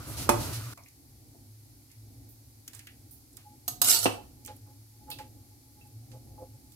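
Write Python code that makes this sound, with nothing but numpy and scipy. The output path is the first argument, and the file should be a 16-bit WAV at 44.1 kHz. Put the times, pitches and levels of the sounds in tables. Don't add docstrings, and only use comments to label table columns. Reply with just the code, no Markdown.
import sys
import numpy as np
from scipy import signal
from scipy.fft import rfft, irfft, next_fast_len
from scipy.io import wavfile
from scipy.ndimage import uniform_filter1d

SR = 44100
rng = np.random.default_rng(int(sys.argv[2]) if len(sys.argv) > 2 else 0)


def dump(signal):
    limited = np.clip(np.atleast_2d(signal).T, -1, 1)
    pcm = np.round(limited * 32767).astype(np.int16)
    wavfile.write(sys.argv[1], SR, pcm)


def volts(x):
    e = np.asarray(x, float) / 20
    return 10 ** e


N = 297673
BOIL_END_S = 0.738
CHOP_S = 5.287


def rms_one(x):
    return x / np.sqrt(np.mean(x ** 2) + 1e-20)


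def in_time(rows, outside=None):
    s, *columns = np.transpose(rows)
    return [np.interp(np.arange(N) / SR, s, c, outside, outside) for c in columns]


def at_hz(points, hz):
    point_hz, db = np.transpose(points)[:2]
    return np.interp(np.log(hz + 1), np.log(point_hz), db, -99, -99)


def drift(rate):
    knots = rng.standard_normal(400)
    path = np.interp(np.arange(N) * rate / SR, np.arange(400), knots)
    return rms_one(uniform_filter1d(path, size=400))


def coloured(x, spectrum):
    size = next_fast_len(x.shape[-1])
    hz = np.arange(size // 2 + 1) * SR / size
    shaped = irfft(rfft(x, size) * volts(at_hz(spectrum, hz)), size)
    return rms_one(shaped[..., :x.shape[-1]])


# (frequency [Hz], left-right likeness [-1 to 1])
LIKENESS = [(40, 0.93), (130, 0.9), (290, 0.78), (640, 0.31), (1400, -.05)]


def wide_noise():
    hz = np.arange(N // 2 + 1) * SR / N
    point_hz, likeness = np.transpose(LIKENESS)
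    alike = np.clip(np.interp(np.log(hz + 1), np.log(point_hz), likeness), -1, 1)
    mid, side = rfft(rng.standard_normal((2, N)))
    return irfft(np.sqrt(1 + alike) * mid + np.sqrt(1 - alike) * side * [[1], [-1]], N)


def panned(x, db):
    return x * volts(np.array([db / 2, -db / 2]).reshape(2, -1))


def band(x, lo_hz, hi_hz):
    return signal.sosfilt(signal.butter(2, [lo_hz, hi_hz], "band", fs=SR, output="sos"), x)


def ring(clicks, hz, t60):
    r, w = volts(-60 / (t60 * SR)), 2 * np.pi * hz / SR
    return signal.lfilter([0, np.sin(w)], [1, -2 * r * np.cos(w), r * r], clicks + 1e-18)


def grains(per_s, spread_db):
    sizes = volts(spread_db * np.minimum(rng.exponential(1, N), 5)) * rng.choice([-1, 1], N)
    return sizes * (rng.random(N) < per_s / SR)


def add(out, x, s):
    at = round(s * SR)
    out[:, at:at + x.shape[1]] += x[:, :N - at]


# (frequency [Hz], density [dB per Hz])
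HISS = [(530, -35), (900, -2.5), (956, -8), (1150, -9), (1230, -11), (1340, -9), (1630, -11.5), (2290, -7),
        (2750, -11.5), (3550, -8.5), (4360, -1.5), (7910, -4.5), (12100, 1), (15600, -9), (16400, -21)]


def microphone_hiss():
    return volts(-61.5) * coloured(rng.standard_normal((2, N)), HISS)


# (frequency [Hz], density [dB per Hz])
ROOM_TONE = [(15, -58), (25, -15.5), (54, -9.5), (70, -5.5), (107, -12), (132, -5), (170, -27), (257, -11),
             (280, -10), (437, -27), (476, -26), (659, -30.5), (824, -25), (928, -46.5), (1500, -61.5),
             (1950, -68), (3300, -120)]
# (time [s], level [dB])
ROOM_LEVEL = [(0.76, -62), (1.29, -56.5), (1.6, -60.5), (2.19, -57), (2.56, -60.5), (3.45, -59),
              (3.9, -54.5), (4.3, -55), (4.88, -60.5), (5.26, -55), (5.6, -61.5), (6.25, -54.5),
              (6.75, -59.5)]


def room_tone():
    level_db = in_time(ROOM_LEVEL)[0] + 1.8 * drift(11.0)
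    return volts(level_db) * coloured(wide_noise(), ROOM_TONE)


# (time [s], level [dB])
HUM = [(0.0, -45.5), (0.21, -41.5), (0.28, -51), (0.38, -32), (0.49, -39.5), (0.71, -39), (0.77, -58.5),
       (1.71, -57), (1.94, -69), (1.97, -50), (2.59, -63.5), (3.03, -54.5), (3.31, -65), (3.87, -50),
       (3.97, -60), (4.08, -41.5), (4.3, -66), (4.4, -54), (5.86, -62), (5.96, -48.5), (6.45, -58),
       (6.56, -48), (6.6, -74), (6.75, -56)]
HUM_HZ, HUM_CLOSE_HZ, HUM_WAVER_HZ = 105.4, 115.7, 3.7
HUM_LUMPS_PER_S, HUM_STEADY = 22, 0.8


def low_hum():
    near_burner = np.arange(N) / SR < BOIL_END_S
    hz = np.where(near_burner, HUM_CLOSE_HZ, HUM_HZ) + HUM_WAVER_HZ * drift(6)
    phase = 2 * np.pi * np.cumsum(hz) / SR
    lumps = (HUM_STEADY + drift(HUM_LUMPS_PER_S)) * np.sin(phase)
    lumps = lumps + drift(HUM_LUMPS_PER_S) * np.cos(phase)
    return volts(in_time(HUM)[0]) * rms_one(lumps)


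# (time [s], rumble level [dB], bubbles level [dB], steam level [dB])
BOIL = [(0.0, -45.5, -54.5, -52.5), (0.136, -42.5, -54.5, -46.5), (0.29, -39.5, -52, -49),
        (0.424, -36, -49, -40), (0.578, -42, -52, -45.5), (0.702, -48, -55, -49), (0.735, -45, -50.5, -49)]
# (frequency [Hz], density [dB per Hz])
BOIL_RUMBLE = [(18, -39), (30, -13), (114, -1.5), (134, -4), (182, -17.5), (305, -11.5), (415, -21.5),
               (564, -19), (1000, -23), (1300, -46), (2200, -120)]
# (frequency [Hz], density [dB per Hz])
STEAM = [(880, -36.5), (1500, -6), (2130, -4), (3480, -5.5), (4290, -2.5), (7900, -6), (11600, -4),
         (15400, -10), (16400, -32)]
# (time [s], length [s], level before the band filter [dB], lowest [Hz], highest [Hz])
SURGES = [(0.067, 0.094, -43, 7500, 14000), (0.133, 0.021, -44.5, 2500, 15000),
          (0.165, 0.12, -38.5, 2400, 15000), (0.398, 0.1, -42, 2980, 14000),
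          (0.52, 0.076, -40, 2480, 15000)]


def boil():
    t = np.arange(N) / SR
    rumble_db, bubbles_db, steam_db = in_time(BOIL)
    rumble = volts(rumble_db + 2.9 * drift(20)) * coloured(wide_noise(), BOIL_RUMBLE)

    clicks, dealt = grains(900, spread_db=0.5), rng.integers(0, 14, N)
    pitches = np.geomspace(1150, 1500, 14)
    bubbles = sum(ring(clicks * (dealt == k), hz, 25.0 / hz) for k, hz in enumerate(pitches))

    fizz = coloured(np.array([grains(9000, spread_db=0.5), grains(9000, spread_db=2.0)]), STEAM)
    steam = volts(steam_db) * fizz
    early = t[:SR]
    for s, length, db, lo_hz, hi_hz in SURGES:
        rise = np.clip((early - s) / 0.0124, 0, 1)
        fall = np.clip((s + length - early) / (0.46 * length), 0, 1)
        steam[:, :SR] += volts(db) * rise * fall * band(fizz[:, SR:2 * SR], lo_hz, hi_hz)
    stop = np.clip((BOIL_END_S - t) / 0.00201, 0, 1)
    return (rumble + volts(bubbles_db) * rms_one(bubbles) + steam) * stop


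# (time [s], level [dB], lowest [Hz], highest [Hz], left-right [dB])
TICKS = [(.775, -56.5, 3000, 14200, -2), (.835, -63, 3950, 6950, -6), (.884, -61, 4000, 14000, -8),
         (1.915, -60.5, 3000, 14000, -8), (2.678, -44.5, 3300, 15500, 2), (2.749, -50.5, 6000, 12400, -8),
         (2.792, -52, 3000, 12000, -7), (2.87, -54.5, 3000, 14900, -5.5), (3.33, -63.5, 7000, 11000, -11),
         (3.369, -54, 4020, 15500, -16), (4.449, -53, 4000, 14940, -13), (4.46, -48.5, 6000, 15500, -13.5),
         (4.472, -51, 5500, 10040, -6), (4.564, -58, 9000, 15300, -9.5), (5.87, -64, 7000, 14000, -7)]
# (time [s], level [dB], lowest [Hz], highest [Hz], left-right [dB])
DRIPS = [(.774, -49.5, 587, 1200, 0), (.776, -54, 2050, 2490, -3), (.86, -56.5, 1886, 2630, 1),
         (1.345, -57.5, 351, 776, -2), (2.678, -55, 1200, 3530, -0.5), (2.792, -53, 1600, 3050, 1),
         (2.87, -48, 1520, 3400, -2), (4.455, -55, 2010, 3200, 1), (4.478, -47, 297, 5500, -3.5),
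         (5.102, -42.5, 8270, 15500, -13), (5.102, -49, 1300, 8000, -4), (5.113, -40, 3080, 4800, -6),
         (5.186, -49.5, 1500, 14140, -3), (5.188, -46.5, 299, 4100, -4.5), (6.116, -57, 1500, 9000, -7),
         (6.72, -58, 3000, 15800, -9.5)]
# (time [s], level [dB], lowest [Hz], highest [Hz], left-right [dB])
RUSTLES = [(1.9, -62.5, 1800, 2780, 0), (2.29, -52, 10580, 15500, -5.5), (2.733, -49, 504, 15400, -13),
           (3.11, -47.5, 9360, 15100, -8), (3.375, -56.5, 397, 5020, 1), (4.662, -62.5, 353, 1190, 0),
           (5.08, -58, 400, 1290, -4), (6.125, -62, 300, 1100, -3), (6.378, -58, 296, 1000, 4)]
# (sharp start over the puff [dB], t60 of the puff [s])
TICK, DRIP, RUSTLE = (7, 0.04), (3.8, 0.17), (0, 0.25)


def splats():
    out, t = np.zeros((2, N)), np.arange(SR // 4) / SR
    for rows, (start_db, t60) in [(TICKS, TICK), (DRIPS, DRIP), (RUSTLES, RUSTLE)]:
        puff = volts(-60 * t / t60) * (1 - np.exp(-t / (0.055 * t60)))
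        shape = puff + volts(start_db - 60 * t / 0.027)
        for s, db, lo_hz, hi_hz, side_db in rows:
            mid, side = rng.standard_normal((2, len(t)))
            noise = band(mid + 0.5 * side * [[1], [-1]], lo_hz, hi_hz)
            noise = rms_one(band(noise, lo_hz / 1.12, hi_hz * 1.3))
            add(out, panned(volts(db) * noise * shape, side_db), s)
    return out


# (time at fullest [s], upper mode level [dB], lower mode level [dB], swell length [s])
BOWL_TOUCH = [(3.473, -49, -75, 0.023), (3.53, -60, -85.5, 0.032), (4.193, -47, -58, 0.027),
              (4.385, -75.5, -80, 0.026), (4.505, -44.5, -50, .03), (4.7, -62.5, -69, .04),
              (5.031, -60, -75, .03), (5.098, -40.5, -54, 0.024), (5.137, -74, -68, 0.017),
              (5.207, -41, -48.5, 0.02), (5.261, -54, -60, 0.021), (5.383, -73, -83, 0.037),
              (5.523, -70, -85, .04), (5.789, -62, -82, .025), (5.86, -59, -80, 0.022),
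              (5.92, -77, -87, 0.017), (6.157, -57, -52.5, 0.038), (6.315, -70, -69, .06),
              (6.393, -48.5, -60, 0.016), (6.427, -52.5, -45, 0.03), (6.551, -62, -70, 0.017)]
# (frequency [Hz], spread of the pitch waver [Hz])
BOWL = [(842, 5.93), (520, 10.9)]
BOWL_START_S, BOWL_FAINT_DB, BOWL_T60_S = 3.42, -80, 0.15


def bowl():
    t = np.arange(N) / SR
    swells = np.zeros((2, N))
    swells[0] = volts(BOWL_FAINT_DB + 5.0 * drift(20)) * (t > BOWL_START_S)
    for s, upper_db, lower_db, length in BOWL_TOUCH:
        near = slice(round((s - 0.15) * SR), round((s + 0.3) * SR))
        since = t[near] - s
        touch = np.exp(-2 * (since / length) ** 2)
        ringing = (since > 0) * volts(-4.0 - 60 * np.abs(since) / BOWL_T60_S)
        heard = (s > CHOP_S) | (t[near] < CHOP_S)
        swells[:, near] += volts(np.array([[upper_db], [lower_db]])) * np.maximum(touch, ringing) * heard
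    thud = rms_one(band(band(rng.standard_normal(N), 200, 690), 210, 890))
    out = volts(-6.0) * swells[1] * thud
    for (hz, waver_hz), swell in zip(BOWL, swells):
        phase = 2 * np.pi * np.cumsum(hz + waver_hz * drift(40)) / SR
        out = out + swell * volts(1.6 * drift(50)) * np.sin(phase)
    return panned(out, -1.5)


def blow(pitches, levels_db, t60s, crack, crack_db, crack_s):
    t = np.arange(N // 8) / SR
    hz, db, t60 = np.array([pitches, levels_db, t60s])[:, :, None]
    twin_hz = hz * (1 + 0.0027 * rng.standard_normal(hz.shape))
    contact = np.exp(-(t / crack_s) ** 2)
    damped_db = -7.0 * (1 - contact)
    pair = np.sin(2 * np.pi * hz * t) + 0.34 * np.sin(2 * np.pi * twin_hz * t)
    rings = volts(db - 60 * t / t60 + damped_db) * pair
    mid, side = coloured(rng.standard_normal((2, N // 8)), crack)
    noise = mid + 0.9 * side * [[1], [-1]]
    shape = contact + 0.4 * np.exp(-t / 0.0012) + volts(-21 - 60 * t / 0.25)
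    return rings.sum(axis=0) + volts(crack_db) * noise * shape * np.clip(t / 0.001, 0, 1)


# (time [s], ring level [dB], left-right [dB])
TRAY_KNOCK = [(0.291, -18.5, -3.5)]
TRAY_HZ = [250, 350, 581, 740, 880, 1125, 1240, 1572, 1970, 2514, 3542, 4479, 5362, 7693, 10850]
# (level [dB], t60 [s])
TRAY = [(-11, 0.28), (-3, 0.34), (-5.5, 0.25), (-13, .2), (0, 0.14), (-12, 0.18), (-5, 0.092), (-16, .2),
        (-20, .2), (-12.5, 0.17), (-22.5, .1), (-17.5, .1), (-23, .1), (-20, .1), (-9, .05)]
# (frequency [Hz], density [dB per Hz])
TRAY_CRACK = [(88, -45.5), (150, -15), (548, -10.5), (736, -10), (896, -2.5), (1680, -22.5), (1930, -20),
              (3030, -24.5), (10900, -21), (15200, -30.5), (16400, -44)]


def tray_knock():
    out = np.zeros((2, N))
    levels_db, t60s = np.transpose(TRAY)
    for s, db, side_db in TRAY_KNOCK:
        knock = blow(TRAY_HZ, levels_db, t60s, TRAY_CRACK, crack_db=0.5, crack_s=0.01)
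        add(out, panned(volts(db) * knock, side_db), s)
    return out


# (time [s], level [dB], left-right [dB])
SCRAPE = [(3.825, -32, -4.5), (3.841, -26, -4), (3.907, -16.5, -6.5), (4.007, -36, -5), (4.043, -29, -10),
          (4.057, -42.5, -4), (4.141, -53, -2), (4.2, -68, -4)]
# (frequency [Hz], density [dB per Hz])
SCRAPE_COLOUR = [(900, -35.5), (1500, -14.5), (2300, -18.5), (3200, -14.5), (4400, -2.5), (5500, -5.5),
                 (7600, -3.5), (10000, -6), (12500, -3.5), (14500, -13.5), (15400, -13.5)]
PAN_HZ = [269, 506, 724, 926, 1245, 1400, 2659, 2900, 3140, 3903, 4550, 5292, 6514, 6900, 7620, 7768, 8770,
          9010, 10150, 11200, 12020, 12700, 13010, 13340, 14120, 14850]
# (struck on the wall [dB], struck on the bottom [dB], rubbed [dB],
# t60 when struck, before the strike's own limit [s])
PAN = [(-20, -7.5, -35, 0.6), (-40, -9.5, -28, 0.28), (-11.5, -3.5, -7, 0.37), (-33, -12, -17, 0.17),
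       (-20, -20.5, -17, .3), (-41, -31, -7.5, .1), (-47, -5, -44, 0.53), (-36.5, -30.5, -3.5, .2),
       (-34, -22, -2, 0.23), (-14, -24, 1, 0.45), (-16.5, -26.5, -6, .3), (-30, -39, -6, .2),
       (-5.5, -42, -4.5, 0.17), (-27, -40, 0, 0.19), (-36, -32, -7, 0.2), (-8, -32, 1, 0.24),
       (-25.5, -41, -8, 0.268), (-23.5, -43, -12, 0.48), (-10.5, -38.5, 2.5, .1), (-26, -57.5, -3.5, .3),
       (-15.5, -50, -9, .14), (-20, -48, -6.5, 0.29), (-8, -41.5, -9.5, 0.12), (-1, -43, -2, 0.086),
       (-10, -42.5, -10, 0.21), (-12.5, -43, -10, .1)]


def spoon_scrape():
    db, side_db = in_time(SCRAPE)
    t = np.arange(N) / SR
    on = np.clip((t - SCRAPE[0][0]) / 0.042, 0, 1) * np.clip((SCRAPE[-1][0] - t) / 0.05, 0, 1)
    grit, other = grains(6000 * volts(3.6 * drift(60)), spread_db=4.5), grains(6000, spread_db=5)
    rasp = coloured(np.array([grit + 1.0 * other, grit - 0.87 * other]), SCRAPE_COLOUR)
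    edges = np.geomspace(1000, 16000, 13)
    rasp = rms_one(sum(volts(2.5 * drift(60)) * band(rasp, lo, hi) for lo, hi in zip(edges, edges[1:])))

    rubbed_db = np.transpose(PAN)[2]
    sung = [volts(mode_db + 5.0 * drift(35)) * rms_one(ring(grit, hz, 0.06))
            for hz, mode_db in zip(PAN_HZ, rubbed_db)]
    high = volts(-4) * rms_one(sum(sung[6:]))
    low = volts(-16 - 0.43 * (db + 25)) * rms_one(sum(sung[:6]))
    return on * volts(db) * panned(rasp + high + low, side_db)


# (time [s], ring level [dB], left-right [dB], crack over ring [dB], 0 wall or 1 bottom)
SPOON = [(3.679, -31, -4.5, 0.5, 0), (3.816, -24, -7, 4, 0), (3.844, -37.5, -1, 10, 0),
         (4.056, -24.5, -2, 2, 1), (5.117, -38, 1, -17.5, 1), (5.812, -53.5, -7, -27, 1)]
# (frequency [Hz], density [dB per Hz])
PAN_CRACK = [(180, -46.5), (300, -1), (479, -22.5), (741, -4), (2430, -18), (2920, -9), (4750, -3.5),
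             (5520, -4.5), (9600, -3.5), (13600, 1.5), (16400, -22.5)]
# (frequency [Hz], density [dB per Hz])
BODY_CRACK = [(88, -11), (150, -5.5), (403, -7), (713, -6.5), (1340, -12), (1590, -17), (2410, -22.5),
              (2650, -9.5), (3440, -21), (6000, -25.5), (7800, -49), (13200, -120)]
LIGHT_TAP_DB = -37


def spoon_strikes():
    out = np.zeros((2, N))
    wall_db, bottom_db, _, t60 = np.transpose(PAN)
    for s, db, side_db, crack_db, bottom in SPOON:
        if bottom > 0.5:
            levels_db, crack, crack_s, longest_s = bottom_db, BODY_CRACK, 0.017, 0.16
        else:
            levels_db, crack, crack_s, longest_s = wall_db, PAN_CRACK, 0.011, 0.5
        if db < LIGHT_TAP_DB:
            levels_db = levels_db + 9 * np.log2(np.minimum(PAN_HZ, 2700) / 2700)
        strike = blow(PAN_HZ, levels_db, np.minimum(t60, longest_s), crack, crack_db, crack_s)
        add(out, panned(volts(db) * strike, side_db), s)
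    return out


KITCHEN_T60_S, WALL_CUT_HZ, KITCHEN_DB = 0.33, 5000, -4.5


def kitchen(x):
    t = np.arange(SR // 2) / SR
    noise = rng.standard_normal((2, len(t)))
    dull = signal.sosfilt(signal.butter(1, WALL_CUT_HZ, fs=SR, output="sos"), noise)
    tail = dull * volts(-60 * t / KITCHEN_T60_S) + (noise - dull) * volts(-85 * t / KITCHEN_T60_S)
    tail = tail * np.clip((t - 0.003) / 0.006, 0, 1)
    tail = tail / np.sqrt(np.sum(tail ** 2, axis=1, keepdims=True))
    return signal.fftconvolve(0.67 * x + 0.12 * x[::-1], tail, axes=1)[:, :N]


def scene():
    t = np.arange(N) / SR
    background = microphone_hiss() + room_tone() + low_hum()
    small = splats()
    metal = tray_knock() + spoon_scrape() + spoon_strikes()
    near = metal + small + volts(KITCHEN_DB) * kitchen(metal + 0.5 * small)
    near = signal.sosfilt(signal.butter(2, 200, "high", fs=SR, output="sos"), near)
    near = signal.sosfilt(signal.butter(10, 15700, fs=SR, output="sos"), near)
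    near = near * ((t < CHOP_S) | (t > CHOP_S + 0.4))
    return background + boil() + bowl() + near


def roll_off(x):
    return signal.sosfilt(signal.butter(12, 16660, fs=SR, output="sos"), x)


RIGHT_LAG_S = 0.00013


def record(dry):
    dry = signal.sosfilt(signal.butter(4, 38, "high", fs=SR, output="sos"), dry)
    late = np.interp(np.arange(N) - round(RIGHT_LAG_S * SR), np.arange(N), dry[1])
    mix = 0.91 * np.tanh(np.array([dry[0], late]) / 0.87)
    return roll_off(mix)


dry = scene()
out = record(dry)
dump(out)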